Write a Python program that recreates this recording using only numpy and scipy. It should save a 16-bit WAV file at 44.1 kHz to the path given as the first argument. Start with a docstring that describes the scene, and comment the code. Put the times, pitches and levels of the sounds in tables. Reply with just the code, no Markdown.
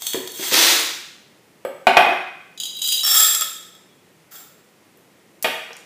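"""In a hard-walled kitchen, dry pasta is tipped from a glass jug into a plastic canister.
The empty jug is set down hard on the counter and rocks; more pasta slides out of a tall glass vase into it.
Fingers stir the pieces and the vase is put down. Pours are dense random impacts and knocks are single ones,
each a coloured burst plus ringing modes. One microphone hears them in the room and overloads on the loudest."""
import sys
import numpy as np
from scipy import signal
from scipy.fft import rfft, irfft
from scipy.io import wavfile

SR = 44100
rng = np.random.default_rng(int(sys.argv[2]) if len(sys.argv) > 2 else 0)


def master(y):
    """Save y as 16-bit WAV."""
    cut = np.clip(np.atleast_2d(y).T, -1, 1)
    pcm = np.round(cut * 32767)  # scale
    wavfile.write(sys.argv[1], SR, pcm.astype(np.int16))


N = 257984

# modes of the plastic canister: pitch_hz, energy_db (before ring_db), t60_s
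CANISTER_MODES = [(354.2, -4, 0.19), (470, -9.5, 0.0074)]


def amp(db):
    """Decibels are a logarithmic measure of amplitude; this gives the gain."""
    return 10 ** (np.asarray(db) / 20)


def unit(x):
    """Energy is the sum of squares; this scales it to one."""
    return x / np.sqrt(np.sum(x ** 2) + 1e-20)


def with_10_ms_energy(db):
    """Energy is power times time: the gain that gives a unit-energy sound the energy of 10 ms at a level."""
    return amp(db) * np.sqrt(SR / 100)


def read(points, hz):
    """Interpolates along a log-frequency axis, as pitch is heard in ratios."""
    f, value = np.transpose(points)
    return np.interp(np.log(hz + 1), np.log(f + 1), value)


def add(mix, start_s, sound):
    """Superposition: sounds sum, each from its own start."""
    part = mix[max(round(start_s * SR), 0):][:len(sound)]
    part += sound[:len(part)]


def click(spectrum, size=12000):
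    """Minimum phase: the most front-loaded causal pulse that has this spectrum."""
    hz = abs(np.fft.fftfreq(size, 1 / SR))
    log_gain = np.log(amp(read(spectrum, hz)))
    # the phase follows from the log gain through the Hilbert transform
    log_response = np.conj(signal.hilbert(log_gain))
    return unit(np.fft.ifft(np.exp(log_response)).real)


def ring(modes, size=12000):
    """Modal synthesis: decaying sines that build up within a cycle, each with its own energy."""
    t = np.arange(size) / SR
    out = np.zeros(size)
    for hz, db, t60 in modes:
        build_up = 1 - np.exp(-hz * t)
        decay = np.exp(-np.log(1000) * t / t60)
        out += amp(db) * unit(np.sin(2 * np.pi * hz * t) * build_up * decay)
    return out


def crack(decay_s, size=4096):
    """High modal density: dense, quickly damped vibration acts as decaying noise."""
    envelope = np.exp(-np.arange(size) / SR / decay_s)
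    return unit(rng.standard_normal(size) * envelope)


def impact(body, modes, ring_db, decay_s, spot_db=-2.5, detune=0.0047):
    """Modal excitation: the spot struck sets each mode's strength and the shifting load detunes it."""
    burst = unit(signal.fftconvolve(body, crack(decay_s))[:len(body)])
    chance = rng.standard_normal((len(modes), 2))
    struck = []
    for (hz, db, t60), (shift, spot) in zip(modes, chance):
        struck.append((hz * (1 + detune * shift), db + ring_db + spot_db * spot, t60))
    return unit(burst + ring(struck))


def strikes(rows, spectrum, modes, ring_db, decay_s):
    """Contact filtering: a softer contact loses its treble, here above dull_hz."""
    out, body = np.zeros(N), click(spectrum)
    for start_s, db, dull_hz in rows:
        contact = signal.butter(1, min(dull_hz, .45 * SR), fs=SR)
        blow = impact(body, modes, ring_db, decay_s)
        add(out, start_s, with_10_ms_energy(db) * signal.lfilter(*contact, blow))
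    return out


def contacts(ticks):
    """Contact stiffening: the harder a piece lands, the shorter and brighter the contact."""
    reference_db, reference_hz, hardening = -20, 10500, 0.3
    return [(start_s, db, reference_hz * amp(db - reference_db) ** hardening) for start_s, db in ticks]


def flow(surges):
    """Granular flow: each surge breaks loose, swells, holds and runs out; their powers add."""
    # each surge starts onset_db from its peak and runs out as this power of the time left
    onset_db, taper = -7.5, 2.4
    t = np.arange(N) / SR
    level = np.zeros(N)
    for start_s, swell_s, hold_s, run_out_s, peak_db in surges:
        age = t - start_s
        swell = amp(onset_db * np.clip(1 - age / swell_s, 0, 1))
        left = np.clip(1 - (age - swell_s - hold_s) / run_out_s, 0, 1)
        level = np.hypot(level, (age >= 0) * amp(peak_db) * swell * left ** taper)
    moving = np.flatnonzero(level)
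    span = slice(moving[0], moving[-1])
    return t[span], level[span]


def pour(surges, clatter, modes, ring_db, per_s, spread_db, brighten, count=20):
    """Shot noise: random collisions of `count` shapes come more often, harder and brighter in a stronger flow."""
    t, level = flow(surges)
    speed = level / level.max()
    chance = np.clip(per_s / SR * np.sqrt(speed), 1e-6, 1)  # of a collision in each sample
    draw, strength, piece = rng.random((3, N))[:, :len(t)]
    sign = rng.choice([-1, 1], N)[:len(t)]
    size = amp(spread_db * np.minimum(-np.log(1 - strength), 4))
    # dividing by the expected strength makes the mean power follow the flow
    hits = (draw < chance) * sign * size * level / np.sqrt(chance * np.mean(size ** 2))
    body, shape = click(clatter), (piece * count).astype(int)
    out = np.zeros(N)
    for k in range(count):
        train = hits * (shape == k)
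        soft = np.convolve(train, signal.windows.hann(7) / 3, "same")
        # slow pieces stay longer in contact and lose treble
        train = soft + (train - soft) * speed ** brighten
        add(out, t[0], signal.fftconvolve(train, impact(body, modes, ring_db, decay_s=0.00055)))
    return out


def air():
    """Stationary coloured noise: low room noise and faint hiss at a steady level."""
    # colour of the background: pitch_hz, density_db (per Hz, relative)
    air_colour = [(18, -60), (30, -26.5), (69, -32), (85, -15), (187, -3.5), (270, -8.5), (299, -5.5),
                  (455, -7.5), (709, -13.5), (1020, -15.5), (1640, -18.5), (1870, -15), (3980, -23.5),
                  (7860, -25.5), (15500, -30.5)]
    level_db = -54.5
    gain = amp(read(air_colour, np.fft.rfftfreq(N, 1 / SR)))
    noise = irfft(rfft(rng.standard_normal(N)) * gain, N)
    return amp(level_db) * unit(noise) * np.sqrt(N)


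def kitchen(x, wet_db, build_s):
    """Reverberation: direct sound, a few wall echoes and a dense tail that decays at its own rate by pitch."""
    # decay of the room: pitch_hz, t60_s
    room_t60 = [(150, 0.53), (400, 0.59), (750, 0.5439), (1300, 0.7867), (2800, 0.7878), (7300, 0.6924),
                (15000, 0.5242)]
    # wall echoes: delay_s, gain (of amplitude)
    echoes = [(.0042, 0.096), (.0095, 0.094), (0.022, 0.15), (0.0358, 0.19)]
    hz, t, noise = signal.stft(rng.standard_normal(SR), SR, nperseg=256)
    decay = np.exp(-np.log(1000) * t / read(room_t60, hz)[:, None])
    tail = signal.istft(noise * decay, SR, nperseg=256)[1]
    build_up = 1 - np.exp(-np.arange(len(tail)) / SR / build_s)
    response = amp(wet_db) * unit(tail * build_up)
    response[0] += 1  # direct sound
    for delay_s, gain in echoes:
        add(response, delay_s, np.array([gain]))
    return signal.fftconvolve(x, response)[:N]


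def dry_clicks(decay_s):
    """Damped resonance: short clicks through one broad resonance, without ringing modes."""
    # small dry clicks: start_s, level_db (over 10 ms), centre_hz, width_hz
    clicks = [(0.319, -37, 12200, 6150), (4.973, -57.5, 13000, 4000), (5.426, -26, 11700, 9000),
              (5.4322, -29, 13500, 6240), (5.731, -43.5, 5330, 970), (5.767, -45, 7540, 2000)]
    out = np.zeros(N)
    for start_s, db, hz, width_hz in clicks:
        band = signal.iirpeak(min(hz, .45 * SR), hz / width_hz, fs=SR)
        snap = unit(signal.lfilter(*band, crack(decay_s)))
        add(out, start_s, with_10_ms_energy(db) * snap)
    return out


def handling():
    """Struck bodies: the canister is bumped; the jug touches the counter, lands and rocks,
    with dull echoes 22 ms after two of the knocks; the vase is set down."""
    # blows: start_s, level_db (over 10 ms, before the contact filter), dull_hz
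    canister_bumps = [(0.144, -20, 7990), (0.395, -30, 1187), (0.52, -22.5, 800), (0.665, -40.5, 800),
                      (0.8, -44, 776)]
    jug_touches = [(1.65, -21.5, 12260), (1.712, -40, 700)]
    vase_knocks = [(5.4445, -14, 12100), (5.706, -36, 2360)]
    # knocks of the jug and two dull room echoes of them (at 1.991 and 2.091 s), same columns
    jug_knocks = [(1.869, -4.5, 14000), (1.9685, -2, 14000), (1.991, -11.5, 1500), (2.066, -15, 1200),
                  (2.091, -13.5, 1200), (2.122, -34, 1200)]
    # colour of each thud: pitch_hz, density_db (per Hz, relative)
    canister_thud = [(60, -18.5), (200, -14.5), (380, 4.5), (650, -9.5), (1200, -19), (2500, -23.5),
                     (5000, -26), (15000, -55.5)]
    touch_thud = [(80, -23.5), (300, -7), (550, 1.5), (1000, -11.5), (2000, -10.5), (3500, -26),
                  (6000, -41), (15000, -26.5)]
    knock_thud = [(50, -18.5), (120, -20.5), (200, -5.5), (280, -7.5), (500, -0.5), (750, 3), (1050, 3),
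                  (2400, -0.5), (3400, -6), (4200, -16.5), (7000, -27.5), (15000, -36)]
    vase_thud = [(50, -22), (110, -20), (200, -13), (320, -6), (480, 0.5), (700, 1), (1100, -3.5),
                 (2600, -5), (3400, -4.5), (4100, -14.5), (6000, -21), (15000, -32)]
    # modes excited by each blow: pitch_hz, energy_db (before ring_db), t60_s
    touch_modes = [(537.4, 3.5, 0.04), (750, -11, 0.0522), (1223, -14.5, .04), (7950, -24, .08),
                   (12540, -33.5, .12)]
    knock_modes = [(374.7, -12, 0.13), (713, -12, 0.055), (725.6, -1, 0.039), (771, -5.5, 0.03),
                   (1927, -17, .06), (2481, -5, .04), (9440, -27.5, 0.1), (12320, -28, 0.11)]
    vase_foot_modes = [(482.6, -12, 0.11), (677, -7, 0.013), (2456, -12.5, 0.054), (3307, -11, 0.064)]
    bumps = strikes(canister_bumps, canister_thud, CANISTER_MODES, ring_db=-2.5, decay_s=0.0087)
    touches = strikes(jug_touches, touch_thud, touch_modes, ring_db=3.5, decay_s=0.0079)
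    knocks = strikes(jug_knocks, knock_thud, knock_modes, ring_db=-3, decay_s=0.012)
    set_down = strikes(vase_knocks, vase_thud, vase_foot_modes, ring_db=2.5, decay_s=0.016)
    return bumps + touches + knocks + set_down


def first_pour():
    """Granular impact on two bodies: pasta slides out of the jug and rushes onto the heap in the canister."""
    # surges of pasta by where they rattle: start_s, swell_s, hold_s, run_out_s, peak_db (before mixing)
    leaving_jug = [(0, 0.061, 0.01, 0.34, -31.5), (0.34, 0.1, 0.05, 0.05, -29)]
    into_canister = [(0.39, 0.035, 0.17, 0.053, -25.5), (0.513, 0.027, 0.13, 0.38, -11.5)]
    # single pieces striking the full jug: start_s, level_db (over 10 ms, before the contact filter)
    full_jug_ticks = [(0.021, -24.5), (0.068, -17.5), (0.134, -20.5), (0.275, -25.5)]
    # colour of the clatter in each vessel: pitch_hz, density_db (per Hz, relative)
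    full_jug_clatter = [(150, -41), (600, -18.5), (2700, -16.5), (3400, -12.5), (4700, -16.5),
                        (5700, -12.5), (6400, -14), (8000, -7.5), (9000, -15), (11000, -16), (14000, -6)]
    canister_clatter = [(70, -61), (140, -36), (300, -4), (600, -6), (1100, -4.5), (2200, -1), (3800, 2.5),
                        (6500, -2), (9000, -8), (11000, -10.5), (14000, -4.5), (15500, -8.5)]
    # modes of the full jug: pitch_hz, energy_db (before ring_db), t60_s
    full_jug_modes = [(3345, -9, 0.02), (3670, -13, 0.099), (4330, -15, 0.024), (6370, -7.5, 0.11),
                      (7390, -13, 0.046), (8300, -15, 0.11), (9950, -16.5, .05), (10560, -17, 0.061),
                      (13360, -13.5, .05)]
    jug = pour(leaving_jug, full_jug_clatter, full_jug_modes,
               ring_db=-2.5, per_s=4500, spread_db=2.0, brighten=0.058)
    heap = pour(into_canister, canister_clatter, CANISTER_MODES,
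                ring_db=-17.5, per_s=3500, spread_db=1.0, brighten=0.28)
    single = strikes(contacts(full_jug_ticks), full_jug_clatter, full_jug_modes, ring_db=-0.5, decay_s=0.0019)
    return amp(1.5) * jug + amp(-3.0) * heap + single


def second_pour():
    """Granular impact on glass: pasta runs down the vase and rattles into the jug; fingers later stir it."""
    # surges of pasta by where they rattle: start_s, swell_s, hold_s, run_out_s, peak_db (before mixing)
    along_vase = [(2.597, 0.005, 0.0043, 0.34, -30), (2.75, 0.034, 0.015, 0.033, -26),
                  (2.815, 0.027, 0.11, 0.24, -15.5)]
    into_jug = [(3.03, 0.12, 0.055, 0.31, -8)]
    stirring = [(4.311, 0.011, 0.05, 0.18, -41)]
    # pieces striking the vase wall: start_s, level_db (over 10 ms, before the contact filter)
    vase_ticks = [(2.576, -32.5), (2.6, -21.5), (2.634, -23), (2.655, -25), (2.818, -18.5), (2.921, -14.5)]
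    # pieces landing in the jug: start_s, level_db (over 10 ms, before the contact filter), dull_hz
    jug_ticks = [(3.033, -17.5, 2530), (3.099, -18, 2500), (3.348, -12.5, 12200), (3.41, -15.5, 15500),
                 (3.42, -9, 1820), (3.751, -35, 2450), (4.356, -39.5, 15000)]
    # colour of the clatter in each vessel and of rubbing pieces: pitch_hz, density_db (per Hz, relative)
    vase_clatter = [(100, -66), (600, -20.5), (2300, -23.5), (3050, 9), (4200, -4), (5600, -9), (6700, 7),
                    (8600, -7.5), (10500, -4), (12500, -10), (15000, 1.5)]
    jug_clatter = [(100, -58.5), (350, -28), (750, -14), (1000, -23), (1300, -2.5), (1550, -16),
                   (2600, -13), (3300, -11.5), (4200, -9.5), (6200, -7.5), (7500, 0), (8800, -8.5),
                   (12000, -4.5), (15000, 1)]
    rubbing_clatter = [(100, -45), (400, -23), (800, 3.5), (1000, -12), (1300, 6), (1600, 0.5),
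                       (2600, -6.5), (3600, -2), (6000, -4), (7500, 2), (9000, -8), (15000, 6)]
    # modes of the vase and jug: pitch_hz, energy_db (before ring_db), t60_s
    vase_modes = [(3220, -9.5, 0.089), (3873, -1, 0.1), (4880, -7, .08), (7120, -28, .07),
                  (7300, -27.5, 0.041), (8430, -22, 0.049), (9496, -13, .05), (12070, -10, 0.046),
                  (13240, -24, .06)]
    jug_modes = [(1292, -22, .04), (1757, -23, 0.048), (3350, -9.5, 0.084), (3650, -14, 0.16),
                 (3790, -19.5, 0.17), (4805, -19, 0.082), (5260, -16, 0.0804), (7450, -8.5, 0.28),
                 (7300, -25.5, 0.085), (8000, -17.5, 0.11), (8120, -20, .1), (10287, -17.5, 0.098),
                 (11460, -19, 0.13)]
    # mode of the empty jug: pitch_hz, energy_db (against the tick), t60_s
    empty_jug_ping = [(5427, -1.5, .36)]
    slide = pour(along_vase, vase_clatter, vase_modes, ring_db=0, per_s=800, spread_db=3.5, brighten=.15)
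    fall = pour(into_jug, jug_clatter, jug_modes, ring_db=-1.5, per_s=1000, spread_db=1, brighten=0.17)
    stir = pour(stirring, rubbing_clatter, jug_modes, ring_db=-11, per_s=3400, spread_db=1.5, brighten=.05)
    on_vase = strikes(contacts(vase_ticks), vase_clatter, vase_modes, ring_db=-5.0, decay_s=0.01)
    in_jug = strikes(jug_ticks, jug_clatter, jug_modes, ring_db=-5.0, decay_s=0.0028)
    # the first two pieces find the glass still undamped
    for start_s, db, _ in jug_ticks[:2]:
        add(in_jug, start_s, with_10_ms_energy(db) * ring(empty_jug_ping))
    return amp(-5.5) * slide + amp(-3.5) * fall + amp(1.5) * stir + on_vase + in_jug


def scene():
    """Superposition at one point: all sources in the kitchen, the same in both channels."""
    vessels = kitchen(handling(), wet_db=0.0, build_s=0.0019)
    pieces = first_pour() + second_pour() + dry_clicks(decay_s=.002)
    pasta = kitchen(pieces, wet_db=-1.5, build_s=0.0027)
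    bass_cut = signal.butter(3, 130, "highpass", fs=SR)  # the microphone rolls off the bass
    return np.tile(signal.lfilter(*bass_cut, pasta + vessels) + air(), (2, 1))


def record(dry):
    """Overload: the band-limited input clips at full scale; then the band limit acts again."""
    edge_hz = 15400
    band = signal.firwin(601, edge_hz, window=("kaiser", 8), fs=SR)[None]
    clipped = np.clip(signal.oaconvolve(dry, band, "same"), -1, 1)
    return signal.oaconvolve(clipped, band, "same")


dry = scene()
out = record(dry)
master(out)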